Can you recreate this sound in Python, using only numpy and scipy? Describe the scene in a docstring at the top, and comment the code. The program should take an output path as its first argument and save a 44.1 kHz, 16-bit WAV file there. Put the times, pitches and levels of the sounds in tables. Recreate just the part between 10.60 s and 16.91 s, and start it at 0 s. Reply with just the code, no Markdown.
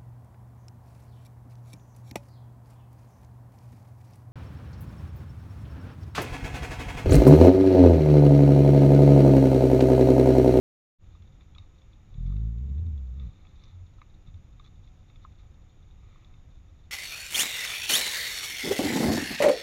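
"""A soft hiss and a low wind rumble come in as a trail camera wakes on a stony hillside.
Wild boar walk past: hooves click on stones and crunch through grit, with a few soft thuds underneath.
One animal gives a long, very low growl, slow flaps of the throat that break into a rattle.
The wind blows on the camera's case, whose resonances colour every step; its electronics add a thin whine."""
import sys
import numpy as np
from scipy.fft import rfft, irfft, next_fast_len
from scipy.io import wavfile
from scipy.ndimage import map_coordinates

SR = 44100
rng = np.random.default_rng(int(sys.argv[2]) if len(sys.argv) > 2 else 0)


def inscribe(sig):
    """Save sig as 16-bit PCM at rate SR to the path in sys.argv[1].

    A 1-D sig is mono; a 2-D sig holds one channel per row.
    Samples are clipped to [-1, 1] before scaling.
    """
    pcm = np.round(np.clip(np.atleast_2d(sig).T, -1, 1) * 32767)
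    wavfile.write(sys.argv[1], SR, pcm.astype(np.int16))


N = 278271


def amp(db):
    """Decibels to gain."""
    return 10 ** (np.asarray(db) / 20)


def unit(x):
    """Scale to rms 1."""
    return x / np.sqrt(np.mean(x ** 2) + 1e-20)


def clock():
    """The time of every sample, in seconds."""
    return np.arange(N) / SR


def curves(rows):
    """An automation curve for each column after the time."""
    times, *columns = np.transpose(rows)
    return [np.interp(clock(), times, column) for column in columns]


def swell(centre_s, length_s):
    """A bell-shaped rise and fall."""
    return np.exp(-(2 * (clock() - centre_s) / length_s) ** 2)


def wobble(rate_hz):
    """Smooth random modulation through rate_hz points a second."""
    knots = rng.standard_normal(int(N * rate_hz / SR) + 4)
    return map_coordinates(knots, [clock() * rate_hz], mode="nearest")


def eq_db(eq, hz):
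    """Read an EQ curve of (freq_hz, gain_db) points on a log axis."""
    freqs, gains = np.transpose(eq)
    return np.interp(np.log(hz + 1), np.log(freqs + 1), gains)


def filtered(x, response):
    """Pass x through a frequency response."""
    size = next_fast_len(N + SR // 2)
    return irfft(rfft(x, size) * response(np.fft.rfftfreq(size, 1 / SR)), size)[:N]


def coloured(x, eq):
    """x shaped by an EQ curve, at rms 1."""
    return unit(filtered(x, lambda hz: amp(eq_db(eq, hz))))


def narrow_noise(centre_hz, width_hz):
    """Noise of rms 1 ringing in one resonance."""
    return unit(filtered(rng.standard_normal(N), lambda hz: 1 / (1 + ((hz - centre_hz) / width_hz) ** 2)))


def grains(per_s, spread_db):
    """Tiny impacts of random size at random moments."""
    impacts = (rng.random(N) < per_s / SR) * rng.standard_normal(N)
    return impacts * amp(spread_db * rng.standard_normal(N))


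def add(track, start_s, sound):
    """Mix a short sound into the track."""
    part = track[round(start_s * SR):][:len(sound)]
    part += sound[:len(part)]


# Colour of the camera's hiss: freq_hz, gain_db
HISS_EQ = [(180, -12.5), (300, 1), (452, -7), (532, -8.5), (653, -8.5), (738, -10.5), (905, -10.5),
           (1260, -11.5), (1560, -15.5), (2320, -14), (3260, -19.5), (3590, -23.5), (4840, -26),
           (6900, -20), (7800, -28.5), (10100, -67.5), (17200, -120)]


def electronics(hiss_db=-69, whine_db=-86, whine_hz=6797):
    """The camera's own steady hiss, and a thin whine with a noisy halo."""
    hiss = coloured(rng.standard_normal(N), HISS_EQ)
    whine = np.sqrt(2) * np.sin(2 * np.pi * whine_hz * clock())
    halo = 0.46 * narrow_noise(whine_hz, width_hz=49)
    return amp(hiss_db) * hiss + amp(whine_db) * (whine + halo)


# Colour of the wind rumble: freq_hz, gain_db
RUMBLE_EQ = [(8.8, -25), (15, -2), (27, -0.5), (54, -3.5), (91, -4), (103, -5), (128, -12.5), (157, -14),
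             (210, -21), (341, -34.5), (438, -46.5), (500, -36), (650, -76), (1100, -120)]
# Resonances of the case humming in the air: centre_hz, width_hz, level_db
CASE_MODES = [(526.1, 3.8, -82), (743.3, 12, -83), (837.4, 6.6, -87.5), (1273, 37, -86), (3637, 180, -82.5)]


def wind(rumble_db=-50, drift_db=0.99):
    """Light wind rumbles on the case and stirs its resonances."""
    rumble = amp(rumble_db + drift_db * wobble(4.2)) * coloured(rng.standard_normal(N), RUMBLE_EQ)
    hum = sum(amp(db) * narrow_noise(hz, width_hz) for hz, width_hz, db in CASE_MODES)
    return rumble + hum


# Low thuds and swells: centre_s, level_db, length_s
LOW_THUDS = [(0.612, -47, 0.15), (1.007, -39, 0.031), (3.19, -41, 0.15), (3.686, -37, 0.0068),
             (3.759, -36.5, 0.042)]


def thuds(boom_hz=89):
    """Soft low swells that boom at one pitch."""
    return sum(amp(db) * swell(centre_s, length_s) * np.sin(2 * np.pi * (boom_hz * clock() + rng.random()))
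               for centre_s, db, length_s in LOW_THUDS)


# Bright colour of grit and pebbles: freq_hz, gain_db
GRIT_EQ = [(2400, -25), (3200, -23), (3560, 0.5), (3850, -5.5), (4300, -14.5), (5000, -25.5), (6200, -20),
           (7500, -33.5)]
# Darker colour of coarse gravel: freq_hz, gain_db
GRAVEL_EQ = [(600, -34), (950, -3), (1250, 8.5), (1550, -19), (1900, -1), (2300, 2), (2900, -10),
             (4000, -34.5)]
# Hooves sliding in loose ground: centre_s, length_s, grit_gain_db, gravel_gain_db
HOOF_SCUFFS = [(0.544, 0.075, -72.5, -79), (0.82, 0.041, -74, -71.5), (1.006, 0.11, -71, -73.5),
               (1.68, 0.35, -74, -78), (2.618, 0.11, -72.5, -72.5), (2.783, 0.32, -76, -77.5),
               (3.053, 0.18, -67.5, -71.5), (3.68, .04, -70, -73), (4.061, 0.039, -61.5, -67.5),
               (4.632, .06, -71.5, -75), (4.798, 0.028, -65, -69), (5.56, .33, -75.5, -70.5)]


def loose_ground(grit_trim_db=-1, pebbles_db=-82, pebbles_per_s=45, roll_s=0.0039):
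    """Grit and gravel shift under sliding hooves; stray pebbles scrape softly all the while."""
    grit_envelope = sum(amp(db) * swell(s, length_s) for s, length_s, db, _ in HOOF_SCUFFS)
    gravel_envelope = sum(amp(db) * swell(s, length_s) for s, length_s, _, db in HOOF_SCUFFS)
    grit = amp(grit_trim_db) * grit_envelope * coloured(grains(per_s=4000, spread_db=3.5), GRIT_EQ)
    gravel = gravel_envelope * coloured(grains(per_s=3600, spread_db=0.5), GRAVEL_EQ)
    nudges = (rng.random(N) < pebbles_per_s / SR) * rng.uniform(0.4, 1, N)
    # each pebble moves for some milliseconds
    rolling = filtered(nudges, lambda hz: 1 / (1 + 2j * np.pi * hz * roll_s) ** 2)
    pebbles = amp(pebbles_db) * unit(rolling * coloured(rng.standard_normal(N), GRIT_EQ))
    return grit + gravel + pebbles


def stone_db(hz, pitch_hz, above_db_per_oct=-18.5, below_db_per_oct=-8.5):
    """A stone's sound falls away on either side of its pitch."""
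    octaves = np.log2(hz / pitch_hz)
    return abs(octaves) * (above_db_per_oct if octaves > 0 else below_db_per_oct)


# Resonances that every contact rings: freq_hz, gain_db, t60_s
CONTACT_MODES = [(732, -17.5, 0.0093), (1064, -4.5, 0.026), (1250, -1.5, 0.039), (1797, -8, 0.0049),
                 (2232, -4.5, 0.016), (2540, -8.5, 0.027), (3586, -1.5, 0.026), (3780, -7, 0.013)]
# Colour of the dry crack: freq_hz, gain_db
CRACK_EQ = [(500, -20.5), (2500, -4.5), (4500, 0.5), (6100, 0.5), (7000, -11.5), (9000, -26)]
# Hooves striking stones, big stones low and chips high: start_s, gain_db, pitch_hz
HOOF_STRIKES = [(0.550, -55, 1200), (0.622, -56, 4000), (0.8081, -51.5, 3300), (0.9492, -48, 3400),
                (0.9598, -50, 1150), (0.9822, -41.5, 3900), (1.217, -56.5, 3700), (1.3314, -56.5, 3700),
                (1.542, -55, 3700), (1.663, -50.5, 4000), (1.702, -55.5, 1150), (1.721, -51, 1150),
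                (1.7652, -52, 3000), (2.1796, -56.5, 3500), (2.265, -55, 3900), (2.3775, -56.5, 3700),
                (2.5968, -49, 3500), (2.851, -52.5, 2300), (2.8684, -54.5, 3500), (2.9577, -57, 6000),
                (3.037, -46.5, 6000), (3.383, -53, 1200), (3.4158, -39, 1950), (3.673, -56.5, 3500),
                (3.742, -53.5, 3800), (3.996, -50.5, 3500), (3.9973, -45.5, 1150), (4.0472, -53, 3400),
                (4.2742, -56.5, 3480), (4.499, -53.5, 3300), (4.558, -51.5, 3500), (4.645, -48, 1140),
                (4.649, -39.5, 1150), (5.309, -56.5, 3500), (5.558, -53.5, 1200), (5.646, -53.5, 4000),
                (5.7394, -52.5, 3000)]


def hoof_clicks(ring_db=-2, crack_db=-12, thump_db=-15, crack_hz=5500, thump_hz=1010,
                attack_s=0.001, detune=0.027, roughness=0.053, settle_s=0.012, settle_db=-15.5):
    """Hoof on stone: a short ring, a little different every time, with a dry crack and a dull thump."""
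    rings, cracks, thumps = np.zeros((3, N))
    t = np.arange(SR // 16) / SR
    rise = 1 - np.exp(-(t / attack_s) ** 2)

    def envelope(t60_s):
        shape = rise * amp(-60 * t / t60_s)
        return shape / shape.max()

    def burst(t60_s):
        return envelope(t60_s) * rng.standard_normal(len(t))

    # each stone tips back and touches again, softer
    contacts = [(start_s + touch * settle_s, db + touch * settle_db, pitch_hz)
                for start_s, db, pitch_hz in HOOF_STRIKES for touch in range(2)]
    for start_s, db, pitch_hz in contacts:
        for hz, mode_db, t60_s in CONTACT_MODES:
            # crumbling stone blurs the ring
            grind = roughness * np.cumsum(rng.standard_normal(len(t))) * hz / 3600
            detuned_hz = hz * (1 + detune * rng.normal())
            ring = envelope(t60_s) * np.sin(2 * np.pi * (detuned_hz * t + rng.random()) + grind)
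            add(rings, start_s, amp(db + ring_db + mode_db + stone_db(hz, pitch_hz)) * ring)
        add(cracks, start_s, amp(db + crack_db + stone_db(crack_hz, pitch_hz)) * burst(t60_s=0.04))
        add(thumps, start_s, amp(db + thump_db + stone_db(thump_hz, pitch_hz)) * burst(t60_s=0.014))
    cracks = filtered(cracks, lambda hz: amp(eq_db(CRACK_EQ, hz)))
    thumps = filtered(thumps, lambda hz: 1 / (1 + (hz / 1700) ** 2))
    return rings + 2 * (cracks + thumps)


# Pitch and level automation of the growl: time_s, pitch_hz, level_db
GROWL_CONTOUR = [(1.55, 34.0, -42.5), (1.62, 41.49, -31), (1.814, 54.61, -28), (1.976, 56.96, -32.5),
                 (2.04, 68.4, -32), (2.136, 68.2, -30), (2.248, 87.26, -30), (2.318, 74.9, -31),
                 (2.404, 65.85, -34), (2.526, 60.85, -36), (2.59, 71.56, -36), (2.658, 59.9, -32.5),
                 (2.7, 40.7, -39)]
# Colour of the throat: freq_hz, gain_db
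THROAT_EQ = [(30, -17.5), (70, -2.5), (130, 1.5), (200, -10.5), (280, -20.5), (350, -28.5), (430, -25.5),
             (650, -47), (1200, -77)]
# Where the growl breaks into a rattle: centre_s, length_s, rasp_boost_db
GROWL_RATTLES = [(1.544, 0.13, 13), (2.07, 0.19, 11), (2.262, 0.23, 9.5), (2.62, 0.2, 8.5)]


def growl(overtone_db=-7, slope_db_per_oct=-5, purity_db_per_oct=-9, pure_above_hz=55, rasp_db=-20,
          jitter=0.0083, shimmer_db=0.83, flutter_db=1.25, smear_rad=0.17):
    """Slow flaps of the throat: a strong fundamental, with throat-coloured overtones and a pulsing rasp."""
    pitch_hz, level_db = curves(GROWL_CONTOUR)
    phase = 2 * np.pi * np.cumsum(pitch_hz * (1 + jitter * wobble(50))) / SR
    # for a moment the flaps turn symmetric and lose their even overtones
    hollow_db = -19 * swell(centre_s=2.363, length_s=0.42)
    # faster flaps sound purer
    richness_db = overtone_db + purity_db_per_oct * np.log2(np.maximum(pitch_hz / pure_above_hz, 1))
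    tone = np.sin(phase)
    for harmonic in range(2, 10):
        db = richness_db + slope_db_per_oct * np.log2(harmonic / 2) + eq_db(THROAT_EQ, harmonic * pitch_hz)
        if harmonic % 2 == 0:
            db += hollow_db
        tone += amp(db + flutter_db * wobble(8.39)) * np.sin(harmonic * phase + smear_rad * wobble(25))
    rattle_db = sum(db * swell(centre_s, length_s) for centre_s, length_s, db in GROWL_RATTLES)
    pulsing_noise = rng.standard_normal(N) * (1 + 0.73 * np.cos(phase))
    rasp = amp(rasp_db + rattle_db) * coloured(pulsing_noise, THROAT_EQ)
    voice = np.sqrt(2) * tone * amp(shimmer_db * wobble(29.97))
    gate = np.interp(clock(), [1.49, 1.57, 2.67, 2.72], [0, 1, 1, 0])
    return gate * amp(level_db) * (voice + rasp)


def scene():
    """The boar over a bed of wind, in mono."""
    return (growl() + hoof_clicks() + loose_ground() + thuds() + wind())[None]


def record(dry, lowpass_hz=7250, floor_db=-89, top_hz=15500, wake_s=0.385, fade_in_s=0.053):
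    """The camera adds its own noise, cuts the treble steeply, and fades in as it wakes."""
    sound = filtered(dry[0] + electronics(), lambda hz: 1 / np.sqrt(1 + (hz / lowpass_hz) ** 40))
    sound += amp(floor_db) * rng.standard_normal(N)
    awake = np.clip((clock() - wake_s) / fade_in_s, 0, 1)
    return filtered(sound * awake, lambda hz: hz < top_hz)[None]


dry = scene()
out = record(dry)
inscribe(out)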